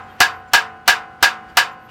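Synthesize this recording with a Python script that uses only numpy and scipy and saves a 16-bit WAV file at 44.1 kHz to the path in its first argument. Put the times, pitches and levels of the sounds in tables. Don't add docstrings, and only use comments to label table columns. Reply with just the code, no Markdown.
import sys
import numpy as np
from scipy import signal
from scipy.fft import rfft, irfft
from scipy.io import wavfile
from scipy.ndimage import uniform_filter1d, map_coordinates

SR = 44100
rng = np.random.default_rng(int(sys.argv[2]) if len(sys.argv) > 2 else 0)


def invert_db(x):
    u = np.asarray(x, float) / 20
    return 10 ** u


def store_wav(level_fs):
    pcm = np.round(np.clip(np.atleast_2d(level_fs), -1, 1) * 32767)
    wavfile.write(sys.argv[1], SR, pcm.T.astype(np.int16))


N = 83790

# t/s, level/dB
BLOWS = [
    (.204, 3),
    (.535, 3),
    (.878, 3.5),
    (1.227, 2.5),
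    (1.571, 2),
]
# t/s, level/dB
EARLIER_BLOWS = [
    (-0.48, 0),
    (-0.135, 0.5),
]
# f/Hz, level/dB per Hz
LEAD_SPECTRUM = [(1500, 6), (3000, 5), (6000, -10.5), (10000, -21), (15000, -22), (17000, -30)]
# f/Hz, level/dB per Hz
CRACK_SPECTRUM = [(1000, -37.5), (4800, 8), (9000, -5.5), (14800, -7.5), (17000, -6)]
CLANG_HZ = [545, 724, 797, 941, 1060, 1182, 1277, 1375, 1407, 1481, 1557, 1971, 2041, 2308]
# level/dB, T60/s
CLANG_DECAY = [(-15, .15), (-1, 0.23), (-5, 0.23), (-3, 0.39), (-11, 0.37), (-1.5, 0.2), (-5.5, 0.18),
               (-0.5, 0.05), (-13, 0.44), (-5.5, 0.34), (0.5, 0.12), (-2, 0.067), (-2.5, 0.24), (-23, 0.28)]
BRIGHT_HZ = [2540, 2663, 2770, 2915, 3045, 3645, 3910, 4213, 4425, 4632, 5076, 5370, 5900, 7250]
# level/dB, T60/s
BRIGHT_DECAY = [(-4.5, .16), (-2, 0.082), (-10.5, 0.16), (-7, 0.19), (-7.5, 0.2), (-9, 0.17), (-13, 0.18),
                (-19.5, 0.04), (-23, .12), (-7, 0.18), (-5.5, 0.033), (-7, 0.075), (-9.5, 0.082),
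                (-18, 0.18)]
# f/Hz, level/dB per Hz
DENSE_SPECTRUM = [(150, -17), (600, -5), (1600, -3.5), (2900, 1.5), (5000, -1), (10500, -14),
                  (14800, -13.5), (17000, -26.5)]
# f/Hz, T60/s
DENSE_T60 = [(200, 0.076), (500, 0.28), (1200, 0.4), (3000, 0.17), (6000, 0.14), (10000, 0.12),
             (16000, 0.094)]
TOOL_HZ = [1607, 1637, 1703, 1765]
# level/dB, T60/s
TOOL_DECAY = [(-9, .6), (-4, 1.2), (-4, .4), (-15, .25)]
HUM_HZ = [240, 447, 704, 750, 803, 953, 1016, 1062, 1226, 1279, 1370, 1487, 1628, 1790]
# level/dB, T60/s
HUM_DECAY = [(-20, 1.5), (-7.5, 0.96), (-4.5, 0.96), (1.5, 1.5), (-4, 1.3), (1.5, 0.32), (-1.5, 0.92),
             (2, 0.75), (-6, 0.96), (-15.5, 2.1), (-14.5, 2.4), (-8, 2.24), (0, 0.73), (-2, 0.52)]
FAINT_HUM_HZ = [122, 168, 220, 330, 515, 550, 2046, 2150, 2309, 2573, 2885, 3100, 3700, 4630]
# level/dB, T60/s
FAINT_HUM_DECAY = [(-19.5, 2.1), (-18.5, 2.4), (-16.5, 4.1), (-15, 1.5), (-20.5, 3.5), (-11.5, 0.78),
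                   (-18, 1.4), (-29, 0.41), (-8, 0.17), (-13.5, .8), (-17.5, 1.2), (-15, 0.65),
                   (-22.5, 0.45), (-21.5, .7)]
# f/Hz, level/dB per Hz
WASH_SPECTRUM = [(88, -45.5), (150, -8.5), (611, -29), (751, -5.5), (876, -19.5), (1490, -0.5),
                 (1890, -25.5), (9000, -43), (11700, -88), (19800, -120)]
# f/Hz, T60/s
WASH_T60 = [(300, 0.92), (1500, 0.7), (5000, .5)]
# f/Hz, level/dB per Hz
FLOOR_SPECTRUM = [(20, -19), (60, -3), (200, -6.5), (600, -12), (1500, -9), (3500, -27), (10000, -44),
                  (16000, -50.5)]
# t/s, level/dB
BREEZE = [(0, 3), (.5, 0.5), (.7, -1), (1.2, 0.5), (1.5, 1.5), (1.9, -0.5)]
# t/s, level/dB
DRONE = [(0, -43), (.55, -40.5), (.75, -46.5), (1.9, -55.5)]
# t/s, duration/s, f/Hz, level/dB
CALLS = [(.085, .1, 12700, -68), (.11, .07, 13400, -72), (.3, .12, 12700, -68), (1.5, .06, 13100, -72),
         (1.71, .04, 12700, -67), (1.79, .11, 12700, -71), (1.83, .05, 13100, -65), (.03, .025, 7200, -64),
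         (.475, .025, 7200, -61), (1.71, .03, 7200, -65), (.085, .045, 3200, -53), (1.49, .03, 2950, -54),
         (1.885, .03, 2900, -48), (1.48, .04, 4700, -62), (.09, .04, 3700, -60)]
# t/s, duration/s, level/dB
RUSTLES = [
    (.065, .03, -58),
    (1.475, .045, -51),
    (.47, .04, -55),
]
# f/Hz, level/dB per Hz
RUSTLE_SPECTRUM = [(1500, -25), (3000, 2.5), (7000, -4.5), (10000, -17), (16000, -17)]

NEXT_BLOW_S = 1.909
ONSET_S = .0005
RISE_S = .0012
VARY_DB, VARY_TURN_RAD = 1.5, .56


def unit(x):
    return x / np.sqrt(np.mean(x ** 2) + 1e-20)


def along(points, hz):
    f, value = np.transpose(points)
    return np.interp(np.log(hz + 1), np.log(f + 1), value)


def noise(spectrum, size):
    white = rfft(rng.standard_normal(size))
    gain = invert_db(along(spectrum, np.fft.rfftfreq(size, 1 / SR)))
    return unit(irfft(white * gain, size))


def add(out, s, x):
    i = round(s * SR)
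    x = x[max(-i, 0):max(len(out) - i, 0)]
    out[max(i, 0):][:len(x)] += x


def ring(modes, size, count):
    hz, db, t60 = np.transpose(modes)
    t = np.arange(size) / SR
    basis = np.exp(np.outer(2j * np.pi * hz - np.log(1000) / np.abs(t60), t).astype(np.complex64))
    phase = rng.uniform(0, 2 * np.pi, len(hz))
    vary = rng.standard_normal((count, 2, len(hz)))
    turn = np.exp(1j * (phase + VARY_TURN_RAD * vary[:, 1]))
    weight = invert_db(db + VARY_DB * vary[:, 0]) * turn
    return (weight.astype(np.complex64) @ basis).imag * (1 - np.exp(-t / RISE_S))


def hum(size, count):
    modes = np.c_[HUM_HZ + FAINT_HUM_HZ, HUM_DECAY + FAINT_HUM_DECAY]
    return invert_db(-27) * ring(modes, size, count)


def scatter(spectrum, t60s, count, bend):
    lo, hi = spectrum[0][0], spectrum[-1][0]
    hz = lo + (hi - lo) * rng.random(count) ** bend
    spacing = ((hz - lo) / (hi - lo) + .00041) ** (1 - 1 / bend)
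    db = along(spectrum, hz) + 10 * np.log10(spacing) + 3 * rng.standard_normal(count)
    db = db - 10 * np.log10(np.sum(invert_db(db) ** 2) / 2)
    t60 = along(t60s, hz) * invert_db(2 * rng.standard_normal(count))
    return np.transpose([hz, db, t60])


def shimmer(size, count):
    return invert_db(-36.5) * ring(scatter(WASH_SPECTRUM, WASH_T60, count=250, bend=2), size, count)


def lead_in(db):
    size = round(.021 * SR)
    before = np.arange(size)[::-1] / SR
    swell = 1 + invert_db(9) * np.exp(-before / .0023)
    rise = np.sqrt(np.linspace(.1, 1, size))
    return invert_db(db - 38.5) * noise(LEAD_SPECTRUM, size) * rise * swell


def crack(size):
    t = np.arange(size) / SR
    decay = invert_db(1.5 - 60 * t / .0087)
    return decay * noise(CRACK_SPECTRUM, size) * (1 - np.exp(-t / .0003))


def clang(size, count):
    t = np.arange(size) / SR
    contact_s, lift_s, lift_db = .022, .002, -8
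    lift = invert_db(lift_db * np.clip((t - contact_s) / lift_s, 0, 1))
    low = ring(np.c_[CLANG_HZ, CLANG_DECAY], size, count)
    high = ring(np.c_[BRIGHT_HZ, BRIGHT_DECAY], size, count)
    return invert_db(-5.5) * (lift * low + high)


def dense(size, count):
    fresh = .4
    raw = rng.standard_normal((count + 1, size))
    mixed = np.sqrt(1 - fresh) * raw[0] + np.sqrt(fresh) * raw[1:]
    hz, t, z = signal.stft(mixed, SR, nperseg=512, noverlap=384)
    ragged = rng.standard_normal((2, len(hz)))
    gain = invert_db(along(DENSE_SPECTRUM, hz) + 1.8 * ragged[0])
    t60 = np.abs(along(DENSE_T60, hz) * invert_db(.7 * ragged[1]))
    fall_db = -60 * t / t60[:, None]
    z = z * unit(gain)[:, None] * (invert_db(fall_db) + invert_db(-22 + fall_db / 2.2))
    x = signal.istft(z, SR, nperseg=512, noverlap=384)[1][:, :size]
    return invert_db(-2) * x * (1 - np.exp(-np.arange(size) / SR / RISE_S))


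def tool_tones(size, count):
    t = np.arange(size) / SR
    held_s, damp_t60 = .057, .05
    damp = invert_db(-60 * np.maximum(t - held_s, 0) / damp_t60)
    return invert_db(-2) * damp * ring(np.c_[TOOL_HZ, TOOL_DECAY], size, count)


def tank():
    blows = EARLIER_BLOWS + list(BLOWS)
    out, count, short = np.zeros(N), len(blows), SR // 3
    fast = clang(short, count) + dense(short, count) + tool_tones(short, count)
    fast = fast * np.cos(np.linspace(0, np.pi / 2, short))
    slow = hum(SR, count) + shimmer(SR, count)
    slow = slow * np.cos(np.linspace(0, np.pi / 2, SR))
    burst = crack(short)
    for (s, db), fast_blow, slow_blow in zip(blows, fast, slow):
        add(out, s - ONSET_S, invert_db(db) * (fast_blow + burst))
        add(out, s - ONSET_S, invert_db(db) * slow_blow)
    for s, db in blows + [(NEXT_BLOW_S, blows[-1][1])]:
        lead = lead_in(db)
        add(out, s - len(lead) / SR - ONSET_S, lead)
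    return out


def brush():
    t = np.arange(N) / SR
    s, db = np.transpose(DRONE)
    knots = rng.standard_normal((2, 40))
    sway = map_coordinates(knots, [[np.zeros(N), np.ones(N)], [t * 8, t * 8]])
    drone = invert_db(np.interp(t, s, db) + 2 * sway[0]) * np.sin(2 * np.pi * 90 * t + .8 * sway[1])
    floor_db = -40.5 + np.interp(t, *np.transpose(BREEZE)) + 1.5 * sway[1]
    return invert_db(floor_db) * noise(FLOOR_SPECTRUM, N) + drone


def creatures():
    out = np.zeros(N)
    for s, length, hz, db in CALLS:
        t = np.arange(round(length * SR)) / SR
        wander = uniform_filter1d(rng.standard_normal((2, 6000)), 60, axis=1)[:, :len(t)]
        rough = .35 * np.sqrt(60) * wander
        envelope = invert_db(db + 8) * np.sin(np.pi * t / length) ** .6
        add(out, s, envelope * (1 + rough[0]) * np.sin(2 * np.pi * hz * t + rough[1]))
    return out


def rustles():
    out = np.zeros(N)
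    for s, length, db in RUSTLES:
        x = noise(RUSTLE_SPECTRUM, 4096)[:round(length * SR)]
        add(out, s, invert_db(db) * np.hanning(len(x)) * x)
    return out


def scene():
    return (tank() + brush() + creatures() + rustles())[None]


def band_limit(x):
    return signal.sosfilt(signal.butter(12, 17090, fs=SR, output="sos"), x)


def record(dry):
    clip_top, clip_hardness = .79, 8
    x = invert_db(-7) * dry
    x = x / (1 + np.abs(x / clip_top) ** clip_hardness) ** (1 / clip_hardness)
    hz = np.fft.rfftfreq(N, 1 / SR)
    response = np.interp(hz, [0, 70, 15950, 16070, 17100], invert_db([-31, -1.5, 0, -27.5, -38.5]))
    mix = irfft(rfft(x) * response, N)
    return band_limit(mix)


dry = scene()
out = record(dry)
store_wav(out)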